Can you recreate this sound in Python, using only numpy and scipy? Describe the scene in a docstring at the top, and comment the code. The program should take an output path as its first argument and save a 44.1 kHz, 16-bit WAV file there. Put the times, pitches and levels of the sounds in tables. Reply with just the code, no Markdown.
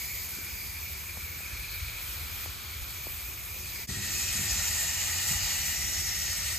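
"""Hosing down a cooling unit

A hose nozzle showers the finned coil of an outdoor cooling unit. It is heard first from inside the casing, then,
after a short fade, from close outside the fins. Shaped noise makes the hiss of drops on thin metal, the mist and
the ringing fin channels. Low noise makes the casing rumble, and soft pushes thump it. Decaying tones make its
knocks, and short tones that fall in pitch are stray drops tapping near the microphone.
"""
import sys
import numpy as np
from scipy import signal
from scipy.fft import rfft, irfft, next_fast_len
from scipy.io import wavfile

SR = 44100
rng = np.random.default_rng(int(sys.argv[2]) if len(sys.argv) > 2 else 0)


def master(y):
    """Save y as 16-bit WAV."""
    cut = np.clip(np.atleast_2d(y).T, -1, 1)
    pcm = np.round(cut * 32767)  # scale
    wavfile.write(sys.argv[1], SR, pcm.astype(np.int16))


N = 290178   # length in samples
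SIZE = next_fast_len(N)
HZ = np.maximum(np.arange(SIZE // 2 + 1) * SR / SIZE, 1)   # frequency of each spectrum bin
TIME = np.arange(N) / SR   # seconds

CHANGE_S = 3.869   # silent moment between the two listening places
FADE_OUT_S, FADE_IN_S = 0.032, 0.029
CUTOFF_HZ = 15720

# Spray as the nozzle sweeps across and back: (time [s], fins level [dB], mist level [dB],
# low channel pitch [Hz], its level [dB], high channel pitch [Hz], its level [dB])
SPRAY_INSIDE = [(0.0, -42, -34.5, 2295, -46.5, 4610, -48.5), (0.5, -44, -38, 2330, -46.5, 4770, -54),
                (1.1, -44.5, -38.5, 2343, -48.5, 4480, -55.5), (1.45, -44.5, -39.5, 2339, -45, 4344, -54),
                (1.75, -46, -39, 2330, -45.5, 4254, -48), (1.95, -44.5, -39, 2357, -45.5, 4210, -49),
                (2.1, -44, -34.5, 2370, -49, 4330, -53), (2.2, -44, -39, 2358, -48, 4290, -49),
                (2.34, -43, -38, 2370, -49, 4340, -51), (2.65, -45.5, -41, 2343, -51.5, 4404, -51.5),
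                (3.1, -44.5, -37, 2366, -49, 4460, -53.5), (3.45, -44.5, -39, 2442, -51.5, 4690, -63),
                (3.63, -44, -38, 2466, -48, 4680, -52), (3.8, -42, -37, 2315, -48.5, 4700, -50)]
SPRAY_OUTSIDE = [(3.9, -37.5, -47, 1930, -49.5, 6790, -50), (4.0, -36, -43, 1898, -45.5, 6806, -46),
                 (4.15, -33, -36, 1860, -46.5, 6900, -40.5), (4.6, -31, -36, 1855, -44, 7020, -36.5),
                 (5.05, -32, -36, 1870, -43, 6910, -37.5), (5.35, -30.5, -33.5, 1882, -44, 6970, -36.5),
                 (5.75, -34, -36.5, 1922, -46, 6800, -40.5), (6.1, -34, -37, 1897, -43, 6630, -41.5),
                 (6.55, -33, -40, 1912, -47, 6650, -42)]
# Colour of the drops on the fins: (frequency [Hz], relative level [dB per Hz])
FINS_INSIDE = [(200, -9), (350, -4), (500, -4.5), (750, -5.5), (1050, -3), (1400, -3), (1600, -5.5),
               (1750, 0.5), (2300, 2), (2950, -1.5), (3500, -1), (4750, -1.5), (4950, -2.5), (5250, 0),
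               (5900, -0.5), (6500, 2), (7600, -3), (9500, -2), (15000, -31)]
FINS_OUTSIDE = [(200, -14), (350, -27.5), (500, -10.5), (700, -8), (850, -6.5), (1080, -11.5), (1220, -3.5),
                (1470, -3.5), (1600, -6), (1800, -4.5), (2250, 0), (2650, 1), (3100, -1.5), (3270, 0),
                (3450, -3.5), (3700, 1), (4500, 1), (4830, 2.5), (5000, 1), (5150, 1.5), (6300, 3),
                (7500, -1.5), (8200, 3), (9500, -3), (15000, -8.5)]
# Colour of the fine spray at the nozzle: (frequency [Hz], relative level [dB per Hz])
MIST_INSIDE = [(5000, -25), (8000, -6.5), (10000, -3.5), (11200, 0), (13000, -1.5), (14600, 2.5),
               (15800, 0)]
MIST_OUTSIDE = [(5000, -27), (8000, -4), (10000, -11), (11200, 1.5), (13000, -3.5), (14600, -1),
                (15800, -0.5)]
# Smoothing corners that set how wide the channels ring: (low channel [Hz], high channel [Hz])
CHANNEL_CORNERS_INSIDE, CHANNEL_CORNERS_OUTSIDE = (141, 560), (90, 420)
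# Other bands of noise that swell and fade, such as fin ringing, low hums and bursts of mist:
# (loudest time [s], length [s], level [dB], pitch at loudest time [Hz], glide [Hz per s], smoothing corner [Hz])
PASSING_INSIDE = [(2.2, 1.58, -52, 1395, -60, 295), (2.42, 1.1, -50.5, 3340, 9.5, 710),
                  (3.42, 0.08, -55, 2150, -100, 70), (3.8, 0.12, -56, 2020, -200, 61),
                  (1.7, .5, -53.5, 2530, 0.5, 37), (.63, .15, -52, 4720, -49.5, 180),
                  (2.35, 0.098, -44.5, 12800, 0, 900), (0.39, 0.5, -66, 197, -1, 9),
                  (0.095, .2, -52.5, 2020, 0, 96), (0.41, .14, -53, 1500, 0, 120),
                  (.93, 0.13, -59, 2800, 600, 60), (0.046, 0.22, -47.5, 7000, 0, 500),
                  (1.54, .3, -57, 1710, -1.5, 19), (0.92, 0.34, -60, 146, -0.5, 9.8)]
PASSING_OUTSIDE = [(5.2, 0.72, -54.5, 830, -45.5, 114), (4.2, 0.26, -45.5, 2520, -100, 55),
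                   (4.95, 0.97, -48, 2480, 0, 66), (5.25, 0.69, -44.5, 2870, 30.5, 77),
                   (5.6, 0.37, -50, 2370, -0.5, 90), (5.19, 0.16, -39, 88, 0, 4.9),
                   (5.9, 1.1, -49, 2050, 30.5, 75), (4.83, 0.54, -49.5, 2030, -1, 70),
                   (4.0, .15, -51, 1900, 4.5, 100), (4.63, 0.43, -52, 2640, 0, 50),
                   (6.2, 0.34, -56, 2250, -1, 50), (3.95, 0.23, -51, 4330, 49, 180),
                   (5.5, 0.27, -46, 4500, -200, 250), (6.0, 0.52, -38.5, 5600, -500, 230),
                   (4.9, 1.2, -42.5, 7530, -51.5, 130)]

# Casing shaken by the water, steady level: (deep part [dB], panels [dB])
RUMBLE_INSIDE, RUMBLE_OUTSIDE = (-45.5, -56.5), (-43, -53)
# Colours of the deep part and of the panels: (frequency [Hz], relative level [dB per Hz])
RUMBLE_COLOUR = [(13, -37), (22, -15), (54, -1), (80, 2.5), (100, -3.5), (120, -12.5), (150, -15.5),
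                 (250, -60), (400, -66)]
PANEL_COLOUR = [(60, -41), (120, -2.5), (148, 4), (172, -2.5), (198, 0), (215, -4), (260, -7.5),
                (380, -6.5), (500, -20.5), (900, -29.5)]
# The rumble swells or sags for a moment: (time [s], length [s], deep change [dB], panels change [dB])
SWELLS = [(0.377, 0.045, -4, 4.5), (0.798, 0.049, 1.5, -1.5), (1.825, 0.14, 5, -7), (2.302, 0.3, 2.5, 0),
          (2.8, 0.046, 6, -5), (3.113, 0.055, 4.5, 0), (3.901, 0.086, -1, 7.5), (4.115, 0.15, 1, 5.5),
          (4.47, 0.12, -1, 3), (5.194, 0.094, -11, 2), (5.33, 0.025, -5, 6.5), (5.444, 0.037, 6.5, 1),
          (5.51, 0.028, -13, 2), (5.914, 0.14, 2.5, 3.5), (6.533, 0.023, 6, 0)]

# Soft short pushes on the casing: (start time [s], level [dB], pitch [Hz])
THUMPS = [(0.383, -38.5, 297), (1.170, -39.5, 174), (1.515, -30.5, 73), (1.572, -31.5, 56),
          (1.811, -34, 76), (1.842, -32, 72), (3.792, -41.5, 360), (3.826, -38, 81), (3.885, -33, 99),
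          (3.905, -35, 100), (4.505, -27, 66.5), (4.573, -30, 74.6), (5.304, -28, 141), (5.316, -34, 100),
          (5.338, -28.5, 64.5)]
# Stray drops: (start time [s], level [dB], final pitch [Hz], left louder by [dB], rise [s])
TAPS = [(1.1718, -35.5, 270, 2, 0.00095), (1.4044, -41, 380, 3, 0.0014), (2.459, -36, 298, 0, .0013),
        (3.0681, -33, 270, 3, .0017), (5.472, -38, 297.7, 0, .0014)]
# Knocks on the casing: (time [s], strength [dB], hardness [dB per octave], scuff fading time [s])
KNOCKS = [(3.574, -47.5, 8.5, 0.055), (3.888, -27, -3, 0.033), (3.97, -31.5, 1, 0.032),
          (4.352, -32, -4.5, 0.03), (4.392, -32.5, 1, 0.039), (4.469, -36, -3, 0.027),
          (4.56, -38, 0, 0.028)]
# Ringing modes of the casing: (pitch [Hz], level [dB], time to fade by 60 dB [s])
CASING = [(102, -9.5, 0.36), (149, -7, 0.105), (197.1, -10.5, 0.44), (213, -21, 0.2), (250.5, -35.5, 0.092),
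          (361, -23, 0.34)]

# Stereo image by frequency: (frequency [Hz], phase of right against left [rad],
# likeness [0 to 1], left louder by [dB])
STEREO_INSIDE = [(70, 0, .91, .3), (150, 0, .75, .5), (260, 0, .58, .5), (1000, -.5, .55, 1.5),
                 (1500, 0, .1, -.9), (1750, 0, .5, 0), (2100, -.1, .9, .8), (2500, -.3, .88, 0),
                 (2750, -.7, .65, .3), (3400, -.9, .53, .5), (4100, -.4, .7, 1.4), (4600, -.3, .5, 1.6),
                 (5200, .8, .3, 1.3), (5550, 1.5, .35, 1.2), (5900, 1, .42, 1.1), (6300, .3, .75, 0),
                 (6400, 0, .995, 0), (7400, 0, .995, 0), (7600, .3, .72, 0)]
STEREO_OUTSIDE = [(45, 0, .88, 0), (90, 0, .96, 1.4), (300, 0, .56, 1.8), (1100, 0, .7, -1.3),
                  (1400, 0, .45, -1.5), (1600, 0, .2, -1.7), (1800, 0, .97, 0), (2200, 0, .97, 0),
                  (2750, -.7, .7, .7), (3500, -1.1, .44, 1.5), (4500, -.1, .6, 2.3), (4900, -.4, .25, 1.2),
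                  (5150, 1.7, .3, .5), (5500, 2.3, .68, 2), (5850, 2.2, .65, 2.5), (6200, .8, .7, 1),
                  (6600, 0, .93, 0), (7400, 0, .9, 0)]
# Same columns for the treble in both places: the phase rests near 9-10 and 12-14 kHz,
# where the sides are almost alike, and turns between
STEREO_TREBLE = [(8300, 1.35, .65, .3), (9000, 2.5, .66, 0), (9200, np.pi, .999, 0),
                 (10400, np.pi, .999, 0), (10650, 3.4, .8, 0), (11050, 4.2, .63, 0), (11700, 5.3, .62, 0),
                 (11750, 2 * np.pi, .999, 0), (13720, 2 * np.pi, .999, 0), (13800, 7, .65, 0),
                 (14400, 8, .57, 0), (15000, 8.9, .78, 0), (15250, 3 * np.pi, .999, 0)]


def from_db(db):
    """Turn decibels into gain."""
    return 10 ** (np.asarray(db) / 20)


def rms_one(x):
    """Scale a sound to an average power of one."""
    return x / np.sqrt(np.mean(np.abs(x) ** 2) + 1e-20)


def in_time(rows):
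    """Draw each column of a table as a curve, sample by sample."""
    s, *columns = np.transpose(rows)
    return [np.interp(TIME, s, column) for column in columns]


def in_hz(rows):
    """Draw each column of a table over frequency, bin by bin."""
    hz, *columns = np.transpose(rows)
    return [np.interp(np.log(HZ), np.log(hz), column) for column in columns]


def bump(s, length_s):
    """A bell shape in time, 1 at its top."""
    return np.exp(-((TIME - s) / length_s) ** 2)


def drift(rate_hz):
    """Slow random wander with spread 1, made by smoothing noise twice."""
    step, settle = 40, 2000   # one slow value every 40 samples; the first 2000 values are dropped
    r = np.exp(-2 * np.pi * rate_hz * step / SR)
    noise = rng.standard_normal(N // step + settle + 2)
    slow = signal.lfilter([1], [1, -2 * r, r * r], noise)[settle:]
    return np.interp(np.arange(N) / step, np.arange(len(slow)), rms_one(slow))


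def drops(spectrum, patchy_db, patches_per_s, lowest_hz, count):
    """Two unrelated showers of tiny impacts, coloured; each quarter octave swells a little on its own."""
    hit = rng.random((2, N)) < .6   # an impact on about six samples in ten
    extra_db = np.minimum(rng.exponential(1, (2, N)), 3)
    impacts = hit * rng.standard_normal((2, N)) * from_db(extra_db)
    coloured = rfft(impacts, SIZE) * from_db(in_hz(spectrum)[0])
    place = np.clip(4 * np.log2(HZ / lowest_hz), 0, count - 1)   # counted in quarter octaves
    shower = np.zeros((2, N))
    for k in range(count):
        share = np.maximum(1 - np.abs(place - k), 0)   # neighbouring bands overlap
        band = irfft(coloured * share, SIZE)[:, :N]
        shower += band * from_db(patchy_db * drift(patches_per_s))
    return rms_one(shower)


def noise_band(centre_hz, corner_hz):
    """A ringing band, as from air gaps between fins: slow noise moved up to a pitch that can change with time."""
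    r = np.exp(-2 * np.pi * corner_hz / SR)
    noise = rng.standard_normal((2, N)) + 1j * rng.standard_normal((2, N))
    slow = signal.lfilter([1], [1, -2 * r, r * r], noise)
    carrier = np.exp(2j * np.pi * np.cumsum(centre_hz) / SR)
    return rms_one((slow * carrier).real)


def spray(curves, fins, fine, corners_hz, bands, surge_db):
    """Hiss on the fins, mist, ringing channels and the other passing bands surge together with the flow."""
    fins_db, mist_db, low_hz, low_db, high_hz, high_db = in_time(curves)
    hiss = from_db(fins_db) * drops(fins, patchy_db=1.5, patches_per_s=13.2, lowest_hz=602, count=16)
    mist = from_db(mist_db) * drops(fine, patchy_db=1.5, patches_per_s=14, lowest_hz=7850, count=4)

    low_pitch = low_hz * (1 + .012 * drift(7.97))
    low = from_db(low_db + 1.43 * drift(13.4)) * noise_band(low_pitch, corners_hz[0])
    high = from_db(high_db + 1.57 * drift(11.0)) * noise_band(high_hz, corners_hz[1])

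    passing = np.zeros((2, N))
    for s, length_s, db, hz, glide_hz, corner_hz in bands:
        pitch = hz + glide_hz * (TIME - s)
        passing += from_db(db) * bump(s, length_s) * noise_band(pitch, corner_hz)

    surge = from_db(surge_db * (.35 * drift(5) + .9 * drift(11)))
    return surge * (hiss + mist + low + high + passing)


def low_noise(spectrum):
    """Two unrelated draws of noise, coloured to follow a table."""
    noise = rfft(rng.standard_normal((2, N)), SIZE)
    return rms_one(irfft(noise * from_db(in_hz(spectrum)[0]), SIZE)[:, :N])


def rumble():
    """The whole casing shakes deeply, and its smaller panels drum higher up."""
    inside_db = np.array(RUMBLE_INSIDE)[:, None]
    outside_db = np.array(RUMBLE_OUTSIDE)[:, None]
    deep_db, panels_db = np.where(TIME < CHANGE_S, inside_db, outside_db)
    for s, length_s, deep_swell_db, panels_swell_db in SWELLS:
        deep_db = deep_db + deep_swell_db * bump(s, length_s)
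        panels_db = panels_db + panels_swell_db * bump(s, length_s)
    deep = from_db(deep_db) * low_noise(RUMBLE_COLOUR)
    panels = from_db(panels_db) * low_noise(PANEL_COLOUR)
    return deep + panels


def thumps(cycles):
    """Each push is a brief low swing that grows and fades under a smooth bump."""
    out = np.zeros(N)
    for s, level_db, hz in THUMPS:
        turn = (TIME - s) * hz   # cycles since the start
        envelope = np.sin(np.pi * np.clip(turn / cycles, 0, 1)) ** 2
        out += from_db(level_db) * np.sin(2 * np.pi * turn) * envelope
    return out


def taps(glide, fall_s):
    """A drop bursting close by gives a very short tone that falls fast in pitch."""
    out = np.zeros((2, N))
    for s, level_db, hz, left_db, rise_s in TAPS:
        age = np.maximum(TIME - s, 0)
        # the pitch starts at (1 + glide) times its final value
        turns = hz * (age + glide * fall_s * (1 - np.exp(-age / fall_s)))
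        envelope = (age / rise_s * np.exp(1 - age / rise_s)) ** 2
        blip = -np.sin(2 * np.pi * turns) * envelope
        out += blip * from_db([[level_db + left_db / 2], [level_db - left_db / 2]])
    return out


def ring(clicks, hz, t60):
    """A unit click sets off a sine of height 1 that dies away by 60 dB in t60 seconds."""
    r, w = from_db(-60 / (t60 * SR)), 2 * np.pi * hz / SR
    return signal.lfilter([0, np.sin(w)], [1, -2 * r * np.cos(w), r * r], clicks + 1e-18)


def knocks(scuff_share):
    """A dull knock is one push and a short scuff into all casing modes; harder ones favour the upper modes."""
    blows, uneven = [], rng.standard_normal(N)
    for s, strength_db, hardness_db, scuff_s in KNOCKS:
        length = max(scuff_s, .002)
        fading = (TIME >= s) * np.exp(-np.abs(TIME - s) / length)
        blow = scuff_share * uneven * fading / np.sqrt(length * SR / 2)   # same energy at any length
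        blow[int(s * SR)] += 1   # the push
        blows.append(blow)

    _, strength_db, hardness_db, _ = np.transpose(KNOCKS)
    rings = np.zeros(N)
    for hz, level_db, t60 in CASING:
        octaves_up = np.log2(hz / CASING[0][0])   # above the lowest mode
        gains = from_db(strength_db + level_db + hardness_db * octaves_up)
        rings += ring(gains @ blows, hz, t60)
    # a soft contact has no click
    return signal.sosfilt(signal.butter(2, 450, fs=SR, output="sos"), rings)


def stereo_image(pair, table):
    """The left side gets the first sound; the right gets it phase-shifted and partly replaced by the second."""
    phase, alike, left_db = in_hz(table + STEREO_TREBLE)
    alike = np.clip(alike, 0, 1)
    first, second = rfft(pair, SIZE)
    mixed = alike * first + np.sqrt(1 - alike ** 2) * second   # keeps the power when both are equally strong
    left = first * from_db(left_db / 2)
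    right = mixed * np.exp(1j * phase) * from_db(-left_db / 2)
    return irfft([left, right], SIZE)[:, :N]


def scene():
    """Both listening places, joined by a fade through silence."""
    pushes, blows = thumps(cycles=2.6), knocks(scuff_share=1.0)
    casing = rumble() + np.array([pushes + blows, .25 * pushes + .2 * blows])
    near = taps(glide=5.55, fall_s=0.0011)

    spray_inside = spray(SPRAY_INSIDE, FINS_INSIDE, MIST_INSIDE, CHANNEL_CORNERS_INSIDE,
                         PASSING_INSIDE, surge_db=0.23)
    spray_outside = spray(SPRAY_OUTSIDE, FINS_OUTSIDE, MIST_OUTSIDE, CHANNEL_CORNERS_OUTSIDE,
                          PASSING_OUTSIDE, surge_db=0.47)
    inside = stereo_image(casing + spray_inside, STEREO_INSIDE)
    outside = stereo_image(casing + spray_outside, STEREO_OUTSIDE)

    fade_out = np.clip((CHANGE_S - TIME) / FADE_OUT_S, 0, 1)
    fade_in = np.clip((TIME - CHANGE_S) / FADE_IN_S, 0, 1)
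    return (inside + near) * fade_out + (outside + near) * fade_in


def record(dry):
    """The microphone drops the deepest bass; the top is cut steeply."""
    no_bass = signal.sosfilt(signal.butter(4, 38, "high", fs=SR, output="sos"), dry)
    return signal.sosfilt(signal.ellip(12, .5, 75, CUTOFF_HZ, fs=SR, output="sos"), no_bass)


dry = scene()
out = record(dry)
master(out)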